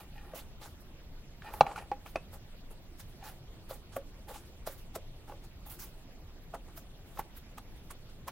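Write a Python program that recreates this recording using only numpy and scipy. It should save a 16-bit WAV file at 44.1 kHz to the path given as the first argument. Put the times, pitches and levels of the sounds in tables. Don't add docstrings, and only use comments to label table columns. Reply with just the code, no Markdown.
import sys
import numpy as np
from scipy import signal
from scipy.io import wavfile
from scipy.ndimage import uniform_filter1d

SR = 44100
rng = np.random.default_rng(int(sys.argv[2]) if len(sys.argv) > 2 else 0)


def natural_amplitude(level_db):
    exponent = np.asarray(level_db, float) / 20
    return 10 ** exponent


def transcribe(signal):
    frames = np.atleast_2d(signal).T
    limited = np.clip(frames, -1, 1)
    pcm = np.round(limited * 32767).astype(np.int16)
    wavfile.write(sys.argv[1], SR, pcm)


N = 366603


def rms_one(x):
    return x / np.sqrt(np.mean(x ** 2) + 1e-20)


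def at_hz(points, hz):
    table_hz, values = np.array(points).T
    return np.interp(np.log(hz), np.log(table_hz), values)


def drift(rate):
    pole = np.exp(-80 * np.pi * rate / SR)
    noise = rng.standard_normal(N // 40 + 2002)
    slow = signal.lfilter([1], [1, -2 * pole, pole * pole], noise)[2000:]
    return np.interp(np.arange(N) / 40, np.arange(len(slow)), rms_one(slow))


def ring(clicks, hz, t60):
    decay = natural_amplitude(-60 / (t60 * SR))
    turn = 2 * np.pi * hz / SR
    return signal.lfilter([0, np.sin(turn)], [1, -2 * decay * np.cos(turn), decay * decay], clicks + 1e-18)


def resonate(jolts, modes):
    total = 0
    for k, (hz, width_hz, db) in enumerate(modes):
        t60 = np.log(1000) / np.pi / width_hz
        total = total + (-1) ** k * natural_amplitude(db) * rms_one(ring(jolts, hz, t60))
    return rms_one(total)


def grains(per_s, spread_db):
    sizes = natural_amplitude(spread_db * np.minimum(rng.exponential(1, N), 4)) * rng.choice([-1, 1], N)
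    return rms_one(sizes * (rng.random(N) < per_s / SR))


def banded(sources, spectrum, likeness, low_hz, patchy_db, count=2):
    # (frequency [Hz], left minus right [dB])
    port_balance = [(200, -.5), (4400, -0.5), (8000, 0), (15000, -5.5)]
    out = 0
    edges = low_hz * 2 ** np.arange(0, np.log2(19000 / low_hz), 1 / count)
    for k, (low, high) in enumerate(zip(edges, edges[1:])):
        band = signal.butter(2, [low, high], "band", fs=SR, output="sos")
        mid, side = signal.sosfilt(band, sources[k % 2])
        hz = np.sqrt(low * high)
        alike = np.clip(at_hz(likeness, hz), -1, 1)
        gain = natural_amplitude(at_hz(spectrum, hz) + patchy_db * drift(14))
        ports = natural_amplitude(at_hz(port_balance, hz) * np.array([[.5], [-.5]]))
        out = out + gain * ports * (np.sqrt(1 + alike) * mid + np.sqrt(1 - alike) * side * [[1], [-1]])
    return rms_one(out)


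def swell(starts, holds, levels_db, slopes):
    rise, fall = slopes
    power = np.zeros(N)
    for s, hold, db in zip(starts, holds, levels_db):
        at = np.arange(max(0, round((s - .2) * SR)), min(N, round((s + hold + .3) * SR)))
        t = at / SR - s
        level_db = db - rise * np.maximum(-t, 0) - fall * np.maximum(t - hold, 0)
        power[at] += natural_amplitude(level_db) ** 2
    return uniform_filter1d(np.sqrt(power), size=129)


def hand(order):
    # (time [s], hold [s], crumb hiss [dB], pan shake [dB], fine dust [dB])
    sweeps = np.transpose([(0.0, 0.0087, -63, -48, -52), (0.213, 0.2, -85, -55.5, -64),
                           (0.35, 0.044, -57.5, -55, -43.5), (0.617, 0.045, -58.5, -50, -47),
                           (1.445, .085, -66.5, -47, -56), (1.539, 0.049, -66, -47.5, -47.5),
                           (1.628, 0.019, -75, -41.5, -64.5), (1.667, 0.056, -63.5, -39.5, -63),
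                           (1.762, 0.027, -59, -39.5, -54), (2.072, 0.023, -65.5, -61, -52),
                           (3.085, 0.026, -72.5, -66.5, -60), (3.241, 0.049, -59, -47.5, -47),
                           (3.695, 0.049, -60.5, -52.5, -44.5), (3.926, 0.012, -63, -58, -63),
                           (4.286, .03, -57.5, -44.5, -45), (4.344, 0.022, -55.5, -53, -48),
                           (4.455, .01, -71.5, -79, -60), (4.685, 0.043, -61.5, -60.5, -47),
                           (4.78, 0.0066, -68.5, -72.5, -50), (5.28, 0.034, -66.5, -49, -56.5),
                           (5.664, .01, -64, -51, -45), (5.7, 0.019, -57, -66.5, -38),
                           (5.794, 0.049, -56.5, -59.5, -41.5), (7.064, .09, -73.5, -66.5, -59.5),
                           (7.16, 0.013, -67.5, -59, -54)])
    # (time [s], crumb hiss [dB], pan shake [dB], fine dust [dB])
    dabs = np.transpose([(.168, -74, -70, -56), (.808, -70, -69, -55), (2.34, -58.5, -45.5, -45),
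                         (2.714, -68, -53.5, -57.5), (3.001, -56, -61, -43), (5.445, -64, -58, -53.5),
                         (6.688, -69, -48, -81.5), (6.776, -56.5, -58, -40), (7.37, -61, -71, -43.5),
                         (7.762, -71, -61, -60), (8.102, -71, -61, -73)])
    # (time [s], crumb hiss [dB], pan shake [dB], fine dust [dB])
    pats = np.transpose([(1.539, -60, -46, -43), (2.062, -62, -45, -45), (2.161, -60, -43, -65),
                         (3.71, -65, -43, -53), (3.966, -56, -37.5, -37), (4.672, -45.5, -39.5, -27),
                         (4.957, -45.5, -39, -32), (6.546, -54.5, -31.5, -46), (7.193, -50.5, -35, -28.5),
                         (7.582, -53, -40.5, -39), (7.91, -50.5, -44.5, -39), (8.281, -50, -36, -34.5)])
    # (rise [dB per s], fall [dB per s])
    pat_slopes = [(1700, 850), (1700, 800.5), (2400, 1204)]
    sweeping = swell(sweeps[0], sweeps[1], sweeps[2 + order], (1600, 300))
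    dabbing = swell(dabs[0], 0 * dabs[0], dabs[1 + order], (900, 500))
    patting = swell(pats[0], 0 * pats[0], pats[1 + order], pat_slopes[order])
    return sweeping + dabbing + patting


def air():
    # (frequency [Hz], density [dB per Hz])
    tone = [(12, -30), (20, 3), (33, -6), (154, -16), (255, -23), (293, -20), (434, -27.5), (759, -29),
            (825, -33), (1400, -36.5), (2260, -37), (3070, -35.5), (6910, -45), (9670, -47.5),
            (16000, -47.5)]
    # (frequency [Hz], left-right likeness [-1 to 1])
    tone_likeness = [(80, 0.93), (150, 0.97), (380, 0.9), (950, 0.88), (2380, -0.02), (5980, -0.71),
                     (15000, -0.041)]
    noise = rng.standard_normal((2, 2, N))
    return natural_amplitude(-49) * banded(noise, tone, tone_likeness, 18.5, patchy_db=2.25, count=3)


def crumbs():
    # (frequency [Hz], density [dB per Hz])
    crack_colour = [(590, -26), (1000, -4), (1400, -3), (1540, -11), (1810, -10), (2150, -7), (4170, -8.5),
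                    (7700, -10), (8360, -7), (16000, -6.5)]
    # (frequency [Hz], left-right likeness [-1 to 1])
    crack_likeness = [(1000, 0.75), (3000, 0.52), (15000, .4)]
    fine_hz = 10500
    cracks = np.array([[grains(9000, spread_db=2.5) for side in range(2)] for deal in range(2)])
    hiss = banded(cracks, crack_colour, crack_likeness, 590, patchy_db=-2.5)
    hiss = natural_amplitude(0.52 * drift(43)) * hiss
    coarse = signal.sosfilt(signal.butter(5, fine_hz, "low", fs=SR, output="sos"), hiss)
    fine = signal.sosfilt(signal.butter(5, fine_hz, "high", fs=SR, output="sos"), hiss)
    return hand(order=0) * natural_amplitude(8.0) * coarse + hand(order=2) * natural_amplitude(-5.5) * fine


def pan_shake():
    # (frequency [Hz], width [Hz], level [dB])
    floor_modes = [(545, 190, -1.5), (662, 22, -4), (820, 59, 3.5), (1200, 110, -3), (1356, 110, -3.5),
                   (1996, 590, -10)]
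    return hand(order=1) * natural_amplitude(-5.5) * resonate(grains(1500, spread_db=-2.0), floor_modes)


def pan_drag():
    # (time [s], hold [s], level [dB])
    drags = [
        (0.0, 0.016, -58.5),
        (0.173, .02, -53.5),
        (.23, 0.094, -64.5),
        (1.435, .02, -58),
        (1.47, .005, -47),
        (1.668, .005, -48.5),
        (1.784, .005, -47),
        (3.223, 0.065, -56.5),
    ]
    # (frequency [Hz], width [Hz], level [dB])
    wall_modes = [(777, 50, -0.5), (847, 41, 2), (1420, 73, -7.5), (1720, 51, -4.5), (1850, 79, -2),
                  (2450, 120, -3), (2900, 247, -6), (3990, 150, -12.5), (4800, 300, -13)]
    singing = resonate(grains(500, spread_db=2.5), wall_modes)
    return swell(*np.transpose(drags), (500, 380)) * natural_amplitude(-1.5) * singing


def taps():
    # (time [s], peak [dB], body pitch [Hz], ring t60 [s])
    palm_taps = [(0.335, -41, 630, 0.038), (0.357, -48, 680, 0.037), (2.331, -55, 444, .025),
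                 (2.707, -54.5, 446, 0.067), (3.708, -40.5, 617, 0.025), (3.965, -31.5, 653, 0.023),
                 (4.292, -40.5, 550, 0.0087), (4.672, -35, 632, 0.036), (4.959, -36, 650, .035),
                 (5.321, -41.5, 546, .02), (6.538, -40.5, 673, 0.049), (6.776, -53.5, 662, 0.044)]
    # (time [s], peak [dB], body pitch [Hz], ring t60 [s])
    tip_taps = [(1.915, -30.5, 818, .08), (2.062, -41, 1200, 0.011), (2.157, -23, 638, 0.026),
                (2.993, -61, 732, .041), (3.226, -49, 810, .04), (4.358, -46, 834, 0.055),
                (5.295, -46, 830, 0.12), (6.684, -59.5, 833, .05), (7.173, -38, 1090, 0.018),
                (7.192, -29.5, 878, 0.038), (7.58, -45.5, 1200, 0.028), (7.906, -47, 1106, 0.046),
                (8.279, -30, 1045, 0.02)]
    # (time [s], peak [dB], body pitch [Hz], ring t60 [s])
    chatter = [
        (1.421, -46.5, 1709, 0.0092),
        (1.489, -48.5, 874, .05),
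        (1.538, -39, 840, .027),
        (1.665, -33.5, 815, .041),
        (1.714, -41, 825, 0.015),
        (1.76, -38.5, 1420, 0.04),
        (1.778, -36.5, 830, 0.025),
        (1.823, -46.5, 820, .038),
    ]
    # (frequency [Hz], level [dB], ring t60 [s])
    floor_notes = [(700, -16, 0.038), (956, -20.5, 0.017), (1127, -10, 0.036), (1480, -16, 0.022)]
    kinds = [(palm_taps, (2850, -21, 0.83)), (tip_taps, (2250, -18.5, 0)), (chatter, (2300, -9, 0))]
    out, length = np.zeros(N), round(.25 * SR)
    t = np.arange(length) / SR
    events = sorted(row + wall for rows, wall in kinds for row in rows)
    for s, db, hz, t60, wall_hz, wall_db, sag in events:
        start = round(s * SR)
        touches = [0, round(SR / hz), round(.004 * SR), round(.009 * SR)]
        contact = np.zeros(length)
        contact[touches] = [0.82, 1.0, 0.29, 0.18] * rng.uniform(0.75, 2.41, 4)
        note = ring(contact, hz, max(t60, .005))
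        for floor_hz, floor_db, floor_t60 in floor_notes:
            note -= natural_amplitude(floor_db + rng.normal(0, 1)) * ring(contact, floor_hz, floor_t60)
        wall = natural_amplitude(wall_db + 5) * ring(contact, wall_hz, 0.01)
        crust = rng.standard_normal(length)
        note += sag * natural_amplitude(-21) * ring(crust * natural_amplitude(-60 * t / 0.15), 545, 0.05)
        dull = signal.butter(2, [0.37 * hz, 2.1 * hz], "band", fs=SR, output="sos")
        scuff = signal.sosfilt(dull, crust * natural_amplitude(1.5 - 60 * t / 0.087))
        out[start:start + length] += (natural_amplitude(db - 2.5) * (note + wall + scuff))[:N - start]
    return out


def knock():
    # (time [s], level of thud and clatter [dB])
    blows = [
        (1.607, -4.5),
    ]
    # (frequency [Hz], level [dB], ring t60 [s])
    rim_notes = [(550, -12.5, 0.026), (704, -17, 0.034), (830, -1.5, 0.037), (947, -7.5, .016),
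                 (1197, -9.5, 0.027), (1480, -15.5, 0.0053), (2300, -24, 0.034), (2630, -16, 0.012),
                 (3300, -20, 0.015), (4000, -19.5, 0.019), (4500, -23.5, 0.012), (5940, -31.5, .008)]
    (s, db), = blows
    start, length = round((s + 0.0015) * SR), round(.1 * SR)
    t = np.arange(length) / SR
    contact = np.zeros(N)
    rattle = rng.standard_normal(length) * (rng.random(length) < 1200 / SR)
    contact[start:start + length] = .12 * rattle * natural_amplitude(-60 * t / 0.044)
    for delay_s, strength in [(0, -.1), (.0005, .5), (.0011, -.3), (.0029, -.3)]:
        contact[start + round(delay_s * SR)] = strength
    contact = signal.lfilter(*signal.butter(1, 5000, fs=SR), contact)
    rim = sum(natural_amplitude(m) * ring(contact, hz, t60) for hz, m, t60 in rim_notes)
    rim = signal.sosfilt(signal.butter(4, 470, "high", fs=SR, output="sos"), rim)
    push = np.abs(contact)
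    thud = natural_amplitude(-24.5) * (ring(push, 150, 0.11) + ring(push, 235, 0.1))
    clatter = np.zeros(N)
    clatter[start:start + length] = rng.standard_normal(length) * natural_amplitude(-28 - 60 * t / .06)
    clatter = signal.sosfilt(signal.butter(2, [1200, 6000], "band", fs=SR, output="sos"), clatter)
    blow = .74 * rim / np.abs(rim).max()
    return blow + natural_amplitude(db) * (thud + clatter)


def glass():
    # (time [s], ring [dB], thud over ring [dB])
    glass_taps = [
        (1.9161, -43.5, 13),
        (2.1587, -31, -2),
    ]
    # (frequency [Hz], level [dB], ring t60 [s])
    glass_notes = [(2490, -1, 0.032), (2530, -15, 0.093), (2596, -14.5, 0.15), (3630, -15, 0.02),
                   (4630, -8.5, 0.015), (5100, -13, 0.012)]
    clink, push = np.zeros((2, N))
    for s, ring_db, thud_db in glass_taps:
        at = round(s * SR)
        clink[at] = natural_amplitude(ring_db)
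        push[at] = natural_amplitude(ring_db + thud_db)
    wall = sum(natural_amplitude(m) * ring(clink, hz, t60) for hz, m, t60 in glass_notes)
    return wall + 1.0 * ring(push, 346, 0.024) - 0.53 * ring(push, 518, 0.1)


def kitchen(x):
    t60_s, wall_cut_hz = 0.43, 1900
    t = np.arange(round(.5 * SR)) / SR
    tail = rng.standard_normal((2, len(t))) * natural_amplitude(-60 * t / t60_s) * (t > .006)
    mid, side = signal.lfilter(*signal.butter(1, wall_cut_hz, fs=SR), tail)
    side = signal.lfilter(*signal.butter(1, 2500, "high", fs=SR), side)
    tail = mid + side * [[1.2], [-1.2]]
    tail = tail / np.sqrt(np.sum(tail ** 2) / 2)
    return signal.oaconvolve(x[None], tail, axes=1)[:, :N]


def scene():
    pan = pan_shake() + pan_drag() + taps() + knock() + glass()
    close = pan * natural_amplitude([[-.2], [.2]])
    return air() + crumbs() + close + natural_amplitude(-28) * kitchen(pan)


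def starve(x):
    band_filter = signal.ellip(6, .05, 40, (8100, 9650), "band", fs=SR, output="sos")
    band = signal.sosfiltfilt(band_filter, x.mean(0))
    level_db = 10 * np.log10(uniform_filter1d(band ** 2, size=2600) + 1e-20)
    faint = level_db < np.percentile(level_db, 31)
    return x - band * uniform_filter1d(faint * 1., size=400)


def band_limit(x):
    return signal.sosfilt(signal.butter(12, 16820, fs=SR, output="sos"), x)


def record(dry):
    cut = signal.sosfilt(signal.ellip(12, .3, 70, 15900, fs=SR, output="sos"), dry)
    return band_limit(starve(cut))


dry = scene()
out = record(dry)
transcribe(out)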